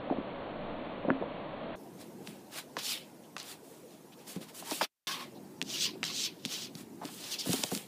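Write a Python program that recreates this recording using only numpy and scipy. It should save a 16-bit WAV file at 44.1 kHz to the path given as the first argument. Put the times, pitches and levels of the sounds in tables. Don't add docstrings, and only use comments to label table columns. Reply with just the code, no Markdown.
import sys
import numpy as np
from scipy import signal
from scipy.fft import rfft, irfft
from scipy.io import wavfile
from scipy.ndimage import uniform_filter1d, map_coordinates

SR = 44100
rng = np.random.default_rng(int(sys.argv[2]) if len(sys.argv) > 2 else 0)


def to_wav(s):
    ch = np.atleast_2d(s).T
    pcm = np.round(np.clip(ch, -1, 1) * 32767)
    wavfile.write(sys.argv[1], SR, pcm.astype(np.int16))


N = 347067
TIME = np.arange(N) / SR

# (time [s], level [dB], pitch [Hz], time for the push to fall 60 dB [s])
KITTEN_STEPS = [(.1005, -34, 780, 0.029), (.1095, -29.5, 300, 0.059), (.1225, -32.5, 603, 0.047),
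                (.172, -37.5, 650, 0.019), (.184, -34, 260, 0.063), (.212, -38, 294, 0.033),
                (1.049, -34.5, 520, 0.038), (1.052, -38.5, 210, .05), (1.082, -31.5, 278, 0.054),
                (1.087, -34, 564, 0.13), (1.1027, -20, 1300, 0.0065), (1.1035, -27, 250, 0.043),
                (1.112, -31.5, 276, 0.07), (1.214, -34, 330, 0.033), (1.224, -37, 560, 0.082)]
# (time [s], level [dB], pitch [Hz])
PAD_THUMPS = [(2.2745, -56.5, 890), (2.279, -47, 198), (2.768, -37, 1030), (2.773, -42, 332),
              (3.3654, -42, 1077), (4.363, -36.5, 183), (4.413, -46.5, 263), (4.625, -47, 700),
              (4.7145, -38.5, 800), (4.72, -37, 312), (4.8114, -30, 955), (4.8125, -33, 1530),
              (4.817, -31, 750), (4.825, -41.5, 296), (5.622, -40.5, 240.5), (5.955, -51, 432),
              (6.033, -53.5, 610), (6.457, -38.5, 192.8), (6.753, -44.5, 197.5), (7.049, -41.5, 261.7),
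              (7.088, -52, 827), (7.46, -44.5, 485), (7.469, -37, 208), (7.493, -29, 184),
              (7.533, -40, 660), (7.539, -32.5, 248), (7.592, -42, 237.7), (7.6365, -38.5, 579),
              (7.639, -42.5, 227), (7.717, -41, 618), (7.723, -33, 222), (7.762, -40, 194.3)]
# (time [s], level [dB], pitch [Hz], time to fall 60 dB [s])
CLAW_CLICKS = [(2.274, -40.5, 2560, 0.012), (2.7682, -37, 1960, 0.02), (2.7727, -42, 3954, .005),
               (2.893, -34, 5016, .004), (2.9115, -37, 4950, 0.0044), (2.921, -32, 5000, .004),
               (3.3663, -41, 2980, 0.019), (3.3815, -42, 4000, 0.012), (3.4005, -40, 4770, 0.014),
               (3.43, -45, 7935, 0.007), (4.711, -30.5, 4500, 0.0042), (5.6155, -28.5, 2833, .016),
               (5.626, -34.5, 3980, 0.0095), (6.0308, -31, 1912, 0.034), (6.0402, -31, 3740, 0.016),
               (6.051, -34, 3950, 0.0048), (6.4514, -30, 3212, 0.013), (6.4575, -35, 3990, 0.01),
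               (6.462, -41, 4020, 0.0086), (6.753, -42.5, 4440, 0.015), (7.0535, -39, 4343, 0.0095),
               (7.5315, -28, 5967, 0.015), (7.635, -32.5, 4430, 0.0087), (7.6373, -23.5, 4094, 0.011),
               (7.7505, -30, 5020, 0.0088), (7.7758, -35.5, 4034, 0.006)]
# (full contact [s], lets go [s], attack [s per 20 dB], release [s per 20 dB],
# swell over the drag [dB], rubbing [dB], coarse crunch [dB], fine powder [dB], hiss pitch before braking [Hz])
PAW_SWIPES = [(2.009, 2.016, 0.055, 0.084, 0, -58, -58, -56.5, 3900),
              (2.274, 2.281, 0.061, .15, 0, -56, -58.5, -55.5, 4040),
              (2.521, 2.587, 0.027, 0.049, 11.5, -51, -49.5, -50.5, 3600),
              (2.789, 2.794, 0.016, 0.071, -2, -39.5, -44.5, -49.5, 4050),
              (2.842, 2.917, 0.056, 0.098, 5, -37.5, -52.5, -42, 3940),
              (3.385, 3.41, 0.018, .09, 0.5, -48, -53, -65, 4276),
              (3.461, 3.518, 0.048, 0.06, 5, -52.5, -55.5, -51, 4160),
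              (3.643, 3.758, 0.026, 0.24, 0.5, -69, -69.5, -62, 4200),
              (3.909, 3.94, 0.047, 0.082, 0, -64.5, -72, -66, 4010),
              (4.192, 4.215, .03, 0.077, 0, -64, -66, -65, 3980),
              (4.279, 4.317, 0.024, 0.083, 0.5, -51, -55, -49, 4160),
              (4.358, 4.363, .02, 0.023, 0, -59, -52, -56, 4200),
              (4.415, 4.43, 0.019, 0.058, 0, -55.5, -54.5, -54, 4205),
              (4.49, 4.497, 0.023, 0.036, 0, -57, -57, -57.5, 4185),
              (4.548, 4.6, 0.017, 0.064, 3, -53, -56.5, -48.5, 4200),
              (4.655, 4.718, 0.039, 0.063, 9, -48, -48.5, -47, 4210),
              (4.729, 4.796, .03, 0.042, -3, -45, -53, -43.5, 3980),
              (4.814, 4.846, 0.017, 0.056, 1, -36.5, -38.5, -46.5, 3690),
              (5.07, 5.146, .03, 0.097, -4, -38.5, -45.5, -49, 3640),
              (5.197, 5.229, 0.0514, 0.064, 0, -50, -49.5, -63, 3400),
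              (5.696, 5.761, 0.059, 0.095, 5, -39.5, -55, -51, 4130),
              (5.811, 5.851, .06, 0.055, 2, -30.5, -65, -51.5, 4370),
              (6.05, 6.095, 0.011, 0.097, -0.5, -39, -50, -55, 4027),
              (6.15, 6.257, .07, 0.043, 6, -34.5, -64, -54, 4460),
              (6.525, 6.655, 0.088, 0.051, -8, -42, -55, -52, 4230),
              (6.782, 6.812, 0.053, 0.049, -0.5, -56.5, -58, -55, 4140),
              (7.055, 7.068, 0.043, 0.077, -0.5, -51.5, -51, -53, 4000),
              (7.114, 7.21, 0.046, 0.076, 1, -54.5, -60.5, -52, 4106),
              (7.239, 7.284, 0.076, .1, 0.5, -45.5, -52.5, -51, 4105),
              (7.32, 7.338, 0.048, 0.059, 0.5, -37, -52, -45.5, 4275),
              (7.394, 7.409, 0.016, 0.081, 0, -38.5, -57, -48.5, 4760),
              (7.459, 7.532, 0.044, 0.058, 9, -41.5, -47.5, -40.5, 4096),
              (7.56, 7.69, 0.037, 0.088, -6, -45, -50, -44, 4250),
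              (7.715, 7.762, .02, .12, -1.5, -45.5, -50, -42, 4196)]
# (frequency [Hz], relative level [dB per Hz])
RUB_COLOUR = [(1200, -18), (2000, -8.5), (2900, 4), (4000, 4.5), (5300, 3.5), (7200, -4), (9500, -18),
              (15000, -14)]
CRUNCH_COLOUR = [(400, -10), (750, 0.5), (1100, -0.5), (1700, -1), (2400, -1), (4000, -5.5)]
POWDER_COLOUR = [(4000, -32.5), (7000, 0), (10000, 1), (12000, -4), (15000, -2.5)]
# (frequency [Hz], relative level [dB], time to fall 60 dB [s])
SHELL_TONES = [(170, 1, 0.09), (268, 2, 0.26), (350, -11.5, 0.44), (426, -4.5, 0.12), (510, -6, 0.023),
               (595, -6, 0.039), (740, -3.5, .04), (934, -2, 0.042), (1450, -11.5, 0.053),
               (1710, -1.5, 0.055), (2450, -3, 0.075), (2650, 0, 0.018), (3470, -5.5, .025)]
# (start [s], end [s], pitch [Hz], width of each resonance [Hz], rms level [dB])
SNOW_SQUEAKS_AND_RUSTLES = [(3.23, 3.264, 3180, 600, -67), (4.117, 4.146, 2940, 2500, -61),
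                            (5.343, 5.39, 3900, 2020, -66), (4.65, 4.743, 937, 119.7, -55),
                            (5.065, 5.173, 1092, 141.5, -46.5), (5.058, 5.14, 1622, 178.8, -48.5),
                            (5.153, 5.25, 1060, 221.7, -50), (5.73, 5.768, 2936, 299.3, -44),
                            (5.845, 5.908, 1031, 160.5, -56), (6.095, 6.118, 1048, 202, -52.5),
                            (7.012, 7.047, 751, 400, -44.5), (7.382, 7.419, 4866, 906, -41)]
# (delay [s], level [dB])
WALL_REFLECTIONS = [(.0009, -46), (.0023, -35.5), (.0047, -17.5), (0.0099, -13.5)]
# (frequency [Hz], relative level [dB per Hz])
LAWN_COLOUR = [(12, -28), (20, 3.5), (25, -10.5), (32, -22.5), (43, -22), (192, -3), (327, -1.5), (367, -9),
               (597, 0), (825, -9), (1110, -9.5), (1340, -16), (3450, -23.5), (4350, -32.5), (5000, -61.5),
               (6500, -86), (11000, -120)]
RUMBLE_COLOUR = [(30, -49), (60, -25.5), (95, -16.5), (135, -5), (200, -1), (290, -1), (380, -3),
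                 (480, -19.5), (700, -27)]
RUSH_COLOUR = [(300, -9.5), (450, 3), (560, 0), (740, -3), (950, -6), (1250, -18), (1800, -19.5),
               (3000, -27)]
HISS_COLOUR = [(1000, 5.5), (3000, -1.5), (6000, 1), (11000, 0), (15000, -1.5)]
# (time [s], rumble [dB], rush [dB])
WINTER_LEVELS = [
    [(1.8, -53.5, -55), (2.22, -51.5, -55.5), (2.51, -58, -56.5), (4.15, -58.5, -59.5), (4.3, -59.5, -57.5)],
    [(5.27, -54, -58), (5.92, -49.5, -58), (6.48, -56.5, -59.5), (6.94, -51.5, -61), (7.43, -58, -58)],
]

SNOW_STARTS_S, SILENCE_START_S, SILENCE_END_S = 1.755, 4.847, 5.0705
LAWN_DB, HISS_DB = -40.5, -63
RUMBLE_GAIN_DB, RUSH_GAIN_DB = 2.26, 0.3
LAWN_CUT_HZ, PAD_LOW_CUT_HZ, FINAL_CUT_HZ = 5500, 130, 15200
PITCH_OCTAVES_PER_DB = -0.01
BRAKE_OCTAVES, BRAKE_S, BRAKE_LEAD_S = 0.4, 0.055, 0.014
POWDER_RELEASE_SHARE = 0.83
TAIL_DB, TAIL_S_PER_20_DB = -23, 0.17
PAD_T60_S, PAD_REFERENCE_HZ, PAD_SHORTENING = 0.082, 200, 0.41


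def swipes(rest_hz):
    rub_grains = grains(per_s=5000, spread_db=2.5, clump_db=1.0, smooth=0.61)
    rub = patchy(colour(rub_grains, RUB_COLOUR), depth_db=2.5, size=512)
    crunch = colour(grains(per_s=2200, spread_db=1.0, clump_db=0.8, smooth=0.99), CRUNCH_COLOUR)
    powder = colour(grains(per_s=3600, spread_db=1.5, clump_db=1.0, smooth=0.65), POWDER_COLOUR)
    power = np.full((3, N), 1e-18)
    weighted_hz = np.full(N, 1e-18 * rest_hz)
    for start_s, stop_s, attack_s, release_s, swell_db, rub_db, crunch_db, powder_db, hz in PAW_SWIPES:
        near = slice(int((start_s - 0.2) * SR), int((stop_s + 0.5) * SR))
        t = TIME[near] - start_s
        hold_s = max(stop_s - start_s, 1e-3)
        drag = swipe_envelope(t, hold_s, attack_s, release_s, swell_db)
        spray = swipe_envelope(t, hold_s, attack_s, POWDER_RELEASE_SHARE * release_s, swell_db)
        gains = [from_db(rub_db) * drag, from_db(crunch_db) * drag, from_db(powder_db) * spray]
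        parts = np.square(gains)
        power[:, near] += parts
        weighted_hz[near] += parts[0] * hz * swipe_pitch(t, hold_s, swell_db)
    travel = np.cumsum(weighted_hz / power[0] / rest_hz)
    rub = map_coordinates(rub, [travel % (N - 1)], order=3)
    return np.sum(np.sqrt(power) * [rub, crunch, powder], axis=0)


def grains(per_s, spread_db, clump_db, smooth):
    size_db = spread_db * np.minimum(rng.exponential(1, N), 4)
    sizes = from_db(size_db) * rng.choice([-1, 1], N)
    clicks = rms_one(sizes * (rng.random(N) < per_s / SR))
    friction = smooth * rng.standard_normal(N)
    return (clicks + friction) * from_db(clump_db * drift(220))


def swipe_envelope(t, hold_s, attack_s, release_s, swell_db):
    before = np.maximum(-t, 0)
    after = np.maximum(t - hold_s, 0)
    pressure_db = swell_db * (np.clip(t / hold_s, 0, 1) - 0.5)
    tail = from_db(TAIL_DB - 20 * after / TAIL_S_PER_20_DB)
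    release = np.hypot(from_db(-20 * after / release_s), tail)
    return from_db(pressure_db - 20 * before / attack_s) * release


def swipe_pitch(t, hold_s, swell_db):
    pressure_db = swell_db * (np.clip(t / hold_s, 0, 1) - 1)
    braking = np.clip((t - hold_s + BRAKE_LEAD_S) / BRAKE_S, 0, 1)
    return 2 ** (PITCH_OCTAVES_PER_DB * pressure_db - BRAKE_OCTAVES * braking)


def cat_pads():
    thumps = []
    for s, db, hz in PAD_THUMPS:
        t60 = PAD_T60_S * (PAD_REFERENCE_HZ / hz) ** PAD_SHORTENING
        thumps.append((s, db, hz, t60))
    pads = contacts(thumps, width=0.38, scatter=0.91, bottom=0.34, top=2.6)
    return signal.sosfilt(signal.butter(2, PAD_LOW_CUT_HZ, "high", fs=SR, output="sos"), pads)


def cat_claws():
    return contacts(CLAW_CLICKS, width=0.7, scatter=0.49, bottom=0.064, top=3.1)


def kitten_paws():
    paws = contacts(KITTEN_STEPS, width=0.34, scatter=0.57, bottom=0.4, top=1.5)
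    return low_pass(shell(paws, ring_db=0.5), hz=2900, order=5)


def contacts(rows, width, scatter, bottom, top):
    out = np.zeros(N)
    t = TIME[:SR // 5]
    for s, db, hz, t60 in rows:
        waves = rng.standard_normal(len(t))
        force = scatter * np.sqrt(hz / SR) * waves * from_db(-60 * t / t60)
        force[0] += 1
        edges_hz = [bottom * hz, min(top * hz, 0.45 * SR)]
        band = signal.butter(2, edges_hz, "band", fs=SR, output="sos")
        blow = signal.sosfilt(band, resonate(force, hz, width * hz))
        opening_rms = np.sqrt(np.sum(blow ** 2) / (t60 * SR / 4))
        add(out, s, from_db(db) * blow / opening_rms)
    return out


def shell(x, ring_db):
    ring = np.zeros(N)
    for hz, db, t60 in SHELL_TONES:
        ring += from_db(db) * resonate(x, hz, np.log(1000) / (np.pi * t60))
    return x + from_db(ring_db) * ring


def squeaks_and_rustles():
    out = np.zeros(N)
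    for start_s, end_s, hz, width_hz, db in SNOW_SQUEAKS_AND_RUSTLES:
        noise = rng.standard_normal(SR // 2)
        tone = resonate(resonate(noise, hz, width_hz), hz, width_hz)
        tone = tone[-max(int((end_s - start_s) * SR), 2):]
        swell = signal.windows.tukey(len(tone), 0.4)
        add(out, start_s, from_db(db) * rms_one(tone * swell))
    return out


def creak(start_s, end_s, period_s, hz, width_hz, db):
    slips = np.zeros(N)
    for s in np.arange(start_s, end_s, period_s):
        add(slips, s + rng.normal(0, period_s / 7), rng.uniform(0.49, 1, size=1))
    sound = resonate(resonate(slips, hz, width_hz), hz, hz)
    return from_db(db) * sound / np.abs(sound).max()


def reflected(x):
    out = x.copy()
    for delay_s, db in WALL_REFLECTIONS:
        add(out, delay_s, from_db(db) * x)
    return out


def winter():
    snow = swipes(rest_hz=3990) + squeaks_and_rustles()
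    snow = snow + creak(start_s=7.014, end_s=7.044, period_s=0.0065, hz=1000, width_hz=400, db=-39)
    return shell(cat_pads() + cat_claws(), ring_db=-6) + reflected(snow) + winter_air()


def lawn():
    return kitten_paws() + lawn_air()


def lawn_air():
    air = from_db(LAWN_DB) * colour(rng.standard_normal(N), LAWN_COLOUR)
    return low_pass(air * from_db(0.5 * drift(8.7)), LAWN_CUT_HZ, order=7)


def winter_air():
    s, rumble_db, rush_db = np.vstack(WINTER_LEVELS).T
    rumble = colour(rng.standard_normal(N), RUMBLE_COLOUR)
    rumble = rumble * from_db(RUMBLE_GAIN_DB + np.interp(TIME, s, rumble_db))
    rush = colour(patchy(rng.standard_normal(N), depth_db=3.0, size=1024), RUSH_COLOUR)
    rush = rush * from_db(RUSH_GAIN_DB + np.interp(TIME, s, rush_db))
    hiss = colour(patchy(rng.standard_normal(N), depth_db=3.0, size=512), HISS_COLOUR)
    return rumble + rush + from_db(HISS_DB) * hiss


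def patchy(x, depth_db, size):
    frames = signal.stft(x, nperseg=size)[2]
    swell = uniform_filter1d(rng.standard_normal(frames.shape), size=3, axis=0)
    swell = uniform_filter1d(swell, size=4, axis=1)
    return rms_one(signal.istft(frames * from_db(depth_db * rms_one(swell)), nperseg=size)[1][:N])


def colour(x, spectrum):
    hz, db = np.transpose(spectrum)
    octave = np.log2(np.arange(N // 2 + 1) * SR / N + 1)
    known = np.log2(hz)
    beyond = np.abs(octave - np.clip(octave, known[0], known[-1]))
    gain_db = np.interp(octave, known, db) - 7.1 * beyond
    return rms_one(irfft(rfft(x) * from_db(gain_db), N))


def drift(rate):
    points = rng.standard_normal(8000)
    return rms_one(np.interp(TIME * rate, np.arange(len(points)), points))


def resonate(x, hz, width_hz):
    r = np.exp(-np.pi * width_hz / SR)
    feed = np.array([1, 0, -1]) * (1 - r * r) / 2
    feedback = [1, -2 * r * np.cos(2 * np.pi * hz / SR), r * r]
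    return signal.lfilter(feed, feedback, x + 1e-18)


def low_pass(x, hz, order):
    return signal.sosfilt(signal.ellip(order, 0.3, 85, hz, fs=SR, output="sos"), x)


def from_db(db):
    return 10 ** (np.asarray(db) / 20)


def rms_one(x):
    return x / np.sqrt(np.mean(x ** 2) + 1e-20)


def add(out, s, sound):
    at = int(round(s * SR))
    out[at:at + len(sound)] += sound[:N - at]


def scene():
    snowy = np.clip((TIME - SNOW_STARTS_S) / 0.002, 0, 1)
    fade = np.exp(-np.maximum(TIME - SILENCE_START_S, 0) / 0.0086)
    audible = np.where(TIME < SILENCE_END_S, fade, 1)
    faint_hiss = from_db(-88.5) * rng.standard_normal(N)
    return ((1 - snowy) * lawn() + snowy * audible * winter() + faint_hiss)[None]


def record(dry):
    return low_pass(dry, FINAL_CUT_HZ, order=12)


dry = scene()
out = record(dry)
to_wav(out)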